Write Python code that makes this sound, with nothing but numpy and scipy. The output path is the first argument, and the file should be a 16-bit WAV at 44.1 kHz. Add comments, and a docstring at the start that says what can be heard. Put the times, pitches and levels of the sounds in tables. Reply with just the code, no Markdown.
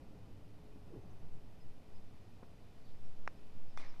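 """A soft, far-off rush of noise and a machine hum, heard from beside the hole of a quiet putting green.
A few muffled bumps and a hollow flutter pass, small birds chirp faintly, and air sways at the microphone.
Some metres away a putter taps a ball, which squeezes and springs off with one dry click.
Half a second later comes a metallic clack, probably a full shot further off: the club head rings,
and its echoes rattle back from the surroundings."""
import sys
import numpy as np
from scipy import signal
from scipy.fft import rfft, irfft
from scipy.io import wavfile

SR = 44100
rng = np.random.default_rng(int(sys.argv[2]) if len(sys.argv) > 2 else 0)


def master(y):
    """Save y as 16-bit WAV."""
    cut = np.clip(np.atleast_2d(y).T, -1, 1)
    pcm = np.round(cut * 32767)  # scale
    wavfile.write(sys.argv[1], SR, pcm.astype(np.int16))


N = 176400  # 4 seconds


def gain(db):
    """Turn decibels into a number to multiply by."""
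    return 10 ** (np.asarray(db) / 20)


def unit(x):
    """Scale a signal to an average strength (rms) of 1."""
    return x / np.sqrt(np.mean(x ** 2))


def since(start_s):
    """Seconds since a moment, zero before it."""
    return np.maximum(np.arange(N) / SR - start_s, 0)


def level_curve(points):
    """A volume that glides through (time_s, level_db) points."""
    return gain(np.interp(since(0), *np.array(points).T))


def band(x, low_hz, high_hz, order=2):
    """Keep the sound between two frequencies; a higher order cuts more sharply."""
    return signal.sosfilt(signal.butter(order, [low_hz, high_hz], "band", fs=SR, output="sos"), x)


def band_noise(low_hz, high_hz, order=2):
    """Noise between two frequencies, at strength 1."""
    return unit(band(rng.standard_normal(N), low_hz, high_hz, order))


def wobble(centre_hz, width_hz):
    """Random swings around one rate, at strength 1."""
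    hz = np.arange(N // 2 + 1) * SR / N
    peak = 1 / (1 + (2 * (hz - centre_hz) / width_hz) ** 4)
    return unit(irfft(rfft(rng.standard_normal(N)) * peak, N))


def tone(pitch_hz):
    """A pure tone that follows a changing pitch."""
    return np.sin(2 * np.pi * np.cumsum(pitch_hz) / SR)


def burst(start_s, rise_s, fade_s):
    """A volume that rises, then dies away; fade_s is always the time to drop by 60 dB."""
    t = since(start_s)
    return np.minimum(t / rise_s, 1) * 1000 ** (-np.maximum(t - rise_s, 0) / fade_s)


def click(start_s, contact_s):
    """A ball squeezes and springs off; the air carries the change in force, softened by distance."""
    force = np.sin(np.pi * np.minimum(since(start_s) / contact_s, 1)) ** 2.36  # eases in and out
    pressure = band(np.gradient(force), low_hz=272, high_hz=4130, order=1)
    return pressure / np.abs(pressure).max()


def ring(start_s, tones):
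    """A struck object rings with several tones, each fading at its own speed."""
    t = since(start_s)
    return sum(gain(db) * np.sin(2 * np.pi * hz * t) * 1000 ** (-t / fade_s) for hz, db, fade_s in tones)


# How strong the far-off noise is, from bass to treble: frequency_hz, relative_db
NOISE_COLOUR = [(20, 4.5), (35, 1.5), (80, -1), (150, -2.5), (230, -6), (350, -12), (480, -14.5),
                (750, -16), (1100, -23), (1600, -27.5), (2050, -28.5), (2500, -27.5), (3300, -31),
                (4100, -33), (5100, -33.5), (6000, -37.5), (7300, -40.5), (13500, -42.5)]
# How its bass drifts: time_s, change_db
BASS_DRIFT = [(0, 2.5), (.4, 1.5), (.6, 0.5), (1.1, 3), (1.6, -.5), (2.6, -0.5), (3.2, -0.5), (4, -1)]
# How its treble drifts: time_s, change_db
TREBLE_DRIFT = [(0, -0.5), (1.2, -.4), (2.3, 0.7), (2.8, 1.05), (4, 2.1)]

def distant_noise():
    """A soft outdoor rush; a close reflection cuts evenly spaced dips into its treble."""
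    hz = np.maximum(np.arange(N // 2 + 1) * SR / N, 1)
    bass_share = 1 / (1 + (hz / 1090) ** 2)
    below_hiss = 1 / (1 + (hz / 7100) ** 8)
    dip_spacing_hz = 552
    reflection = gain(-15.5) * np.exp(-2j * np.pi * hz / dip_spacing_hz) * below_hiss * (hz > 1500)
    colour_hz, colour_db = np.array(NOISE_COLOUR).T
    colour = gain(np.interp(np.log(hz), np.log(colour_hz), colour_db)) * (1 - reflection)
    noise = unit(irfft(rfft(rng.standard_normal(N)) * colour, N))
    spectrum = rfft(noise)
    flicker = gain(0.82 * wobble(3.1, 19))
    bass = irfft(spectrum * bass_share, N) * level_curve(BASS_DRIFT) * flicker
    treble = irfft(spectrum * (1 - bass_share) * below_hiss, N) * level_curve(TREBLE_DRIFT)
    hiss = irfft(spectrum * (1 - bass_share) * (1 - below_hiss), N)
    return gain(-57.5) * (bass + treble + hiss)


# The machine's tones, with their levels at 1.5 s: pitch_hz, level_db, width_hz
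HUM_TONES = [(102.6, -66.5, 14), (294.8, -76.5, 15), (423.8, -75, 13.8), (529.4, -83, 12)]

def machine_hum():
    """A distant machine hums with a few wavering tones and slowly fades."""
    fade_db_per_s = 2.14
    hum = sum(gain(db) * wobble(hz, width_hz) for hz, db, width_hz in HUM_TONES)
    return hum * gain(fade_db_per_s * (1.5 - since(0)))


# How strongly the air sways: time_s, level_db
SWAY_LEVELS = [(0, -50), (1.1, -46), (1.32, -31.5), (1.5, -46.5), (1.7, -34), (1.85, -53), (1.98, -33),
               (2.15, -46.5), (2.7, -50), (2.95, -33.5), (3.2, -27), (3.35, -45.5), (3.55, -30),
               (3.85, -29), (4, -34)]

def air_sway():
    """Light air pushes unevenly on the microphone, in swings too slow to hear."""
    rate_hz = 3.4 * (1 + 0.296 * wobble(1.499, 4.03))
    return tone(rate_hz) * level_curve(SWAY_LEVELS)


def rustle():
    """A faint, brief brushing sound."""
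    middle_s, width_s = 2.895, 0.032
    swell = np.exp(-((since(0) - middle_s) / width_s) ** 2)
    return gain(-76) * band_noise(3100, 4800) * swell


# One bird chirp a row: middle_s, length_s, top_pitch_hz, bend_fraction, level_db
BIRD_CHIRPS = [(1.028, 0.046, 6350, .1, -86), (1.114, 0.045, 6220, 0.17, -82),
               (1.202, 0.036, 6200, 0.2, -84), (1.62, 0.036, 5120, 0.04, -74),
               (1.96, 0.052, 5150, 0.24, -75.5), (2.854, 0.026, 4620, .02, -75),
               (3.061, .05, 5480, 0.1, -77), (3.375, 0.053, 5250, 0.17, -79),
               (3.708, 0.057, 5400, 0.2, -77), (3.894, 0.056, 5300, .17, -70)]

def birds():
    """Thin whistles whose pitch and level rise and fall in an arch, ragged with distance."""
    out = np.zeros(N)
    waver = 1 + 0.0111 * wobble(100, 230)
    for middle_s, length_s, top_hz, bend, level_db in BIRD_CHIRPS:
        position = np.clip(2 * (since(0) - middle_s) / length_s, -1, 1)  # -1 at the start, 1 at the end
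        pitch_hz = top_hz * (1 - bend * position ** 2) * waver
        out += gain(level_db) * np.sqrt(1 - position ** 2) * tone(pitch_hz)
    flicker = gain(0.5 * wobble(120, 180))
    return out * flicker


# How the flutter swells and fades: time_s, level_db
FLUTTER_LEVELS = [(.87, -80), (.915, -60), (.935, -50), (.95, -54), (.97, -54), (1.04, -70)]

def flutter():
    """A brief hollow flutter that swells, beats unevenly, sinks in pitch and stops."""
    start_hz, sink_hz_per_s, beat_hz = 399.8, 350, 62
    start_s, end_s = FLUTTER_LEVELS[0][0], FLUTTER_LEVELS[-1][0]
    t = since(0)
    sounding = (t > start_s) * (t < end_s)
    waver = 1 + 0.11 * wobble(57.8, 111.6)
    pitch_hz = (start_hz - sink_hz_per_s * since(start_s)) * waver
    beats = 1 + 0.8 * np.sin(2 * np.pi * beat_hz * t)
    flicker = gain(2 * wobble(70, 90))
    return tone(pitch_hz) * beats * flicker * level_curve(FLUTTER_LEVELS) * sounding


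# One bump a row: start_s, level_db, pitch_hz, rise_s, fade_s, scuff_relative_db, scuff_top_hz
MUFFLED_BUMPS = [(0.7589, -47.5, 287, 0.00086, 0.044, -15, 1100),
                 (0.9383, -50, 166, 0.004, 0.073, -13.5, 1380), (.9603, -44.5, 365, 0.002, 0.035, -21, 900),
                 (0.9684, -43.5, 120.4, 0.0024, 0.15, -13, 500),
                 (2.4195, -54.5, 483, 0.0068, 0.041, -3, 890), (2.4275, -47, 200, 0.0016, 0.026, -9, 700),
                 (2.429, -56, 706, 0.0051, 0.016, -0.5, 1650)]

def bumps():
    """Soft knocks: a low, unsteady tone and a dull scuff die away together."""
    out = np.zeros(N)
    waver = 1 + 0.11 * wobble(51, 110)
    for start_s, level_db, pitch_hz, rise_s, fade_s, scuff_db, scuff_top_hz in MUFFLED_BUMPS:
        body = tone(pitch_hz * waver * (since(start_s) > 0))
        scuff = gain(scuff_db) * band_noise(111, scuff_top_hz, order=4)
        out += gain(level_db) * (body + scuff) * burst(start_s, rise_s, fade_s)
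    return out


# The ringing tones of the metal club head: pitch_hz, relative_db, fade_s
CLUB_TONES = [(1220, 9.5, 0.019), (1870, 2, 0.031), (2040, 6.5, 0.04), (2430, -2.5, 0.13),
              (3513, -3.5, 0.12), (3435, -3, 0.091), (4400, -4, 0.024), (5400, -11, .12),
              (5950, -11, 0.093), (7140, -15, .07), (8790, -18, 0.05), (10100, -20, .04),
              (10690, -20, 0.05)]

def club_strike(start_s):
    """A metal club clicks against the ball and its head rings on."""
    head = ring(start_s, CLUB_TONES) * np.minimum(since(start_s) / 0.001, 1)  # builds up in 1 ms
    return -gain(-33.5) * click(start_s, contact_s=0.00078) - gain(-54.5) * head


# Separate echoes of the shot: delay_s, relative_db
SHOT_ECHOES = [(.024, -14), (.029, -18), (.055, -16), (.078, -18), (.106, -19), (.166, -17), (.187, -21)]
# The blur of many tiny echoes, one band a row: low_hz, high_hz, level_db, rise_s, fade_s
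ECHO_BLUR = [(365, 1230, -59.5, 0.027, 0.69), (1585, 2370, -58.5, 0.052, 0.33),
             (2530, 5870, -64.5, 0.033, 0.55), (6900, 10500, -72, 0.0029, 0.21)]

def far_shot(start_s):
    """A cracking metal clack bounces back as a few duller echoes and a rattle of tiny ones."""
    crack = band_noise(2800, 5700) * burst(start_s - 0.0014, rise_s=0.00058, fade_s=0.0092)
    echoes = sum(gain(db) * club_strike(start_s + delay_s) for delay_s, db in SHOT_ECHOES)
    out = club_strike(start_s) + gain(-52.5) * crack + band(echoes, low_hz=430, high_hz=6000)
    grainy_noise = rng.standard_normal(N) * gain(2 * wobble(60, 300))
    for low_hz, high_hz, level_db, rise_s, fade_s in ECHO_BLUR:
        rattle = unit(band(grainy_noise, low_hz, high_hz, order=4))
        out += gain(level_db) * rattle * burst(start_s, rise_s, fade_s)
    return out


# The ringing tones of putter and ball: pitch_hz, relative_db, fade_s
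PUTTER_TONES = [(1200, 6, 0.016), (1860, -22, 0.0093), (2350, -18, 0.011), (4350, -17, .014),
                (5440, 3.5, 0.0089), (6100, -14, 0.013), (6700, -24, 0.0069), (7200, -27, .007)]

def putt(start_s):
    """The putter taps the ball: a dry click, a very short ring and a trace of sound off the grass."""
    tap = click(start_s, contact_s=0.00068) + gain(-26) * ring(start_s, PUTTER_TONES)
    grass = band_noise(560, 2100) * burst(start_s, rise_s=0.0039, fade_s=0.08)
    return gain(-24) * tap + gain(-63) * grass


def scene():
    """Add all the sounds into one channel."""
    background = distant_noise() + machine_hum() + air_sway()
    small_sounds = rustle() + birds() + flutter() + bumps()
    golf = far_shot(start_s=3.775) + putt(start_s=3.27647)
    return (background + small_sounds + golf)[None]


def record(dry):
    """Cut away the very highest treble."""
    top_hz = 13800
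    return signal.sosfilt(signal.ellip(8, 0.2, 70, top_hz, fs=SR, output="sos"), dry)


dry = scene()
out = record(dry)
master(out)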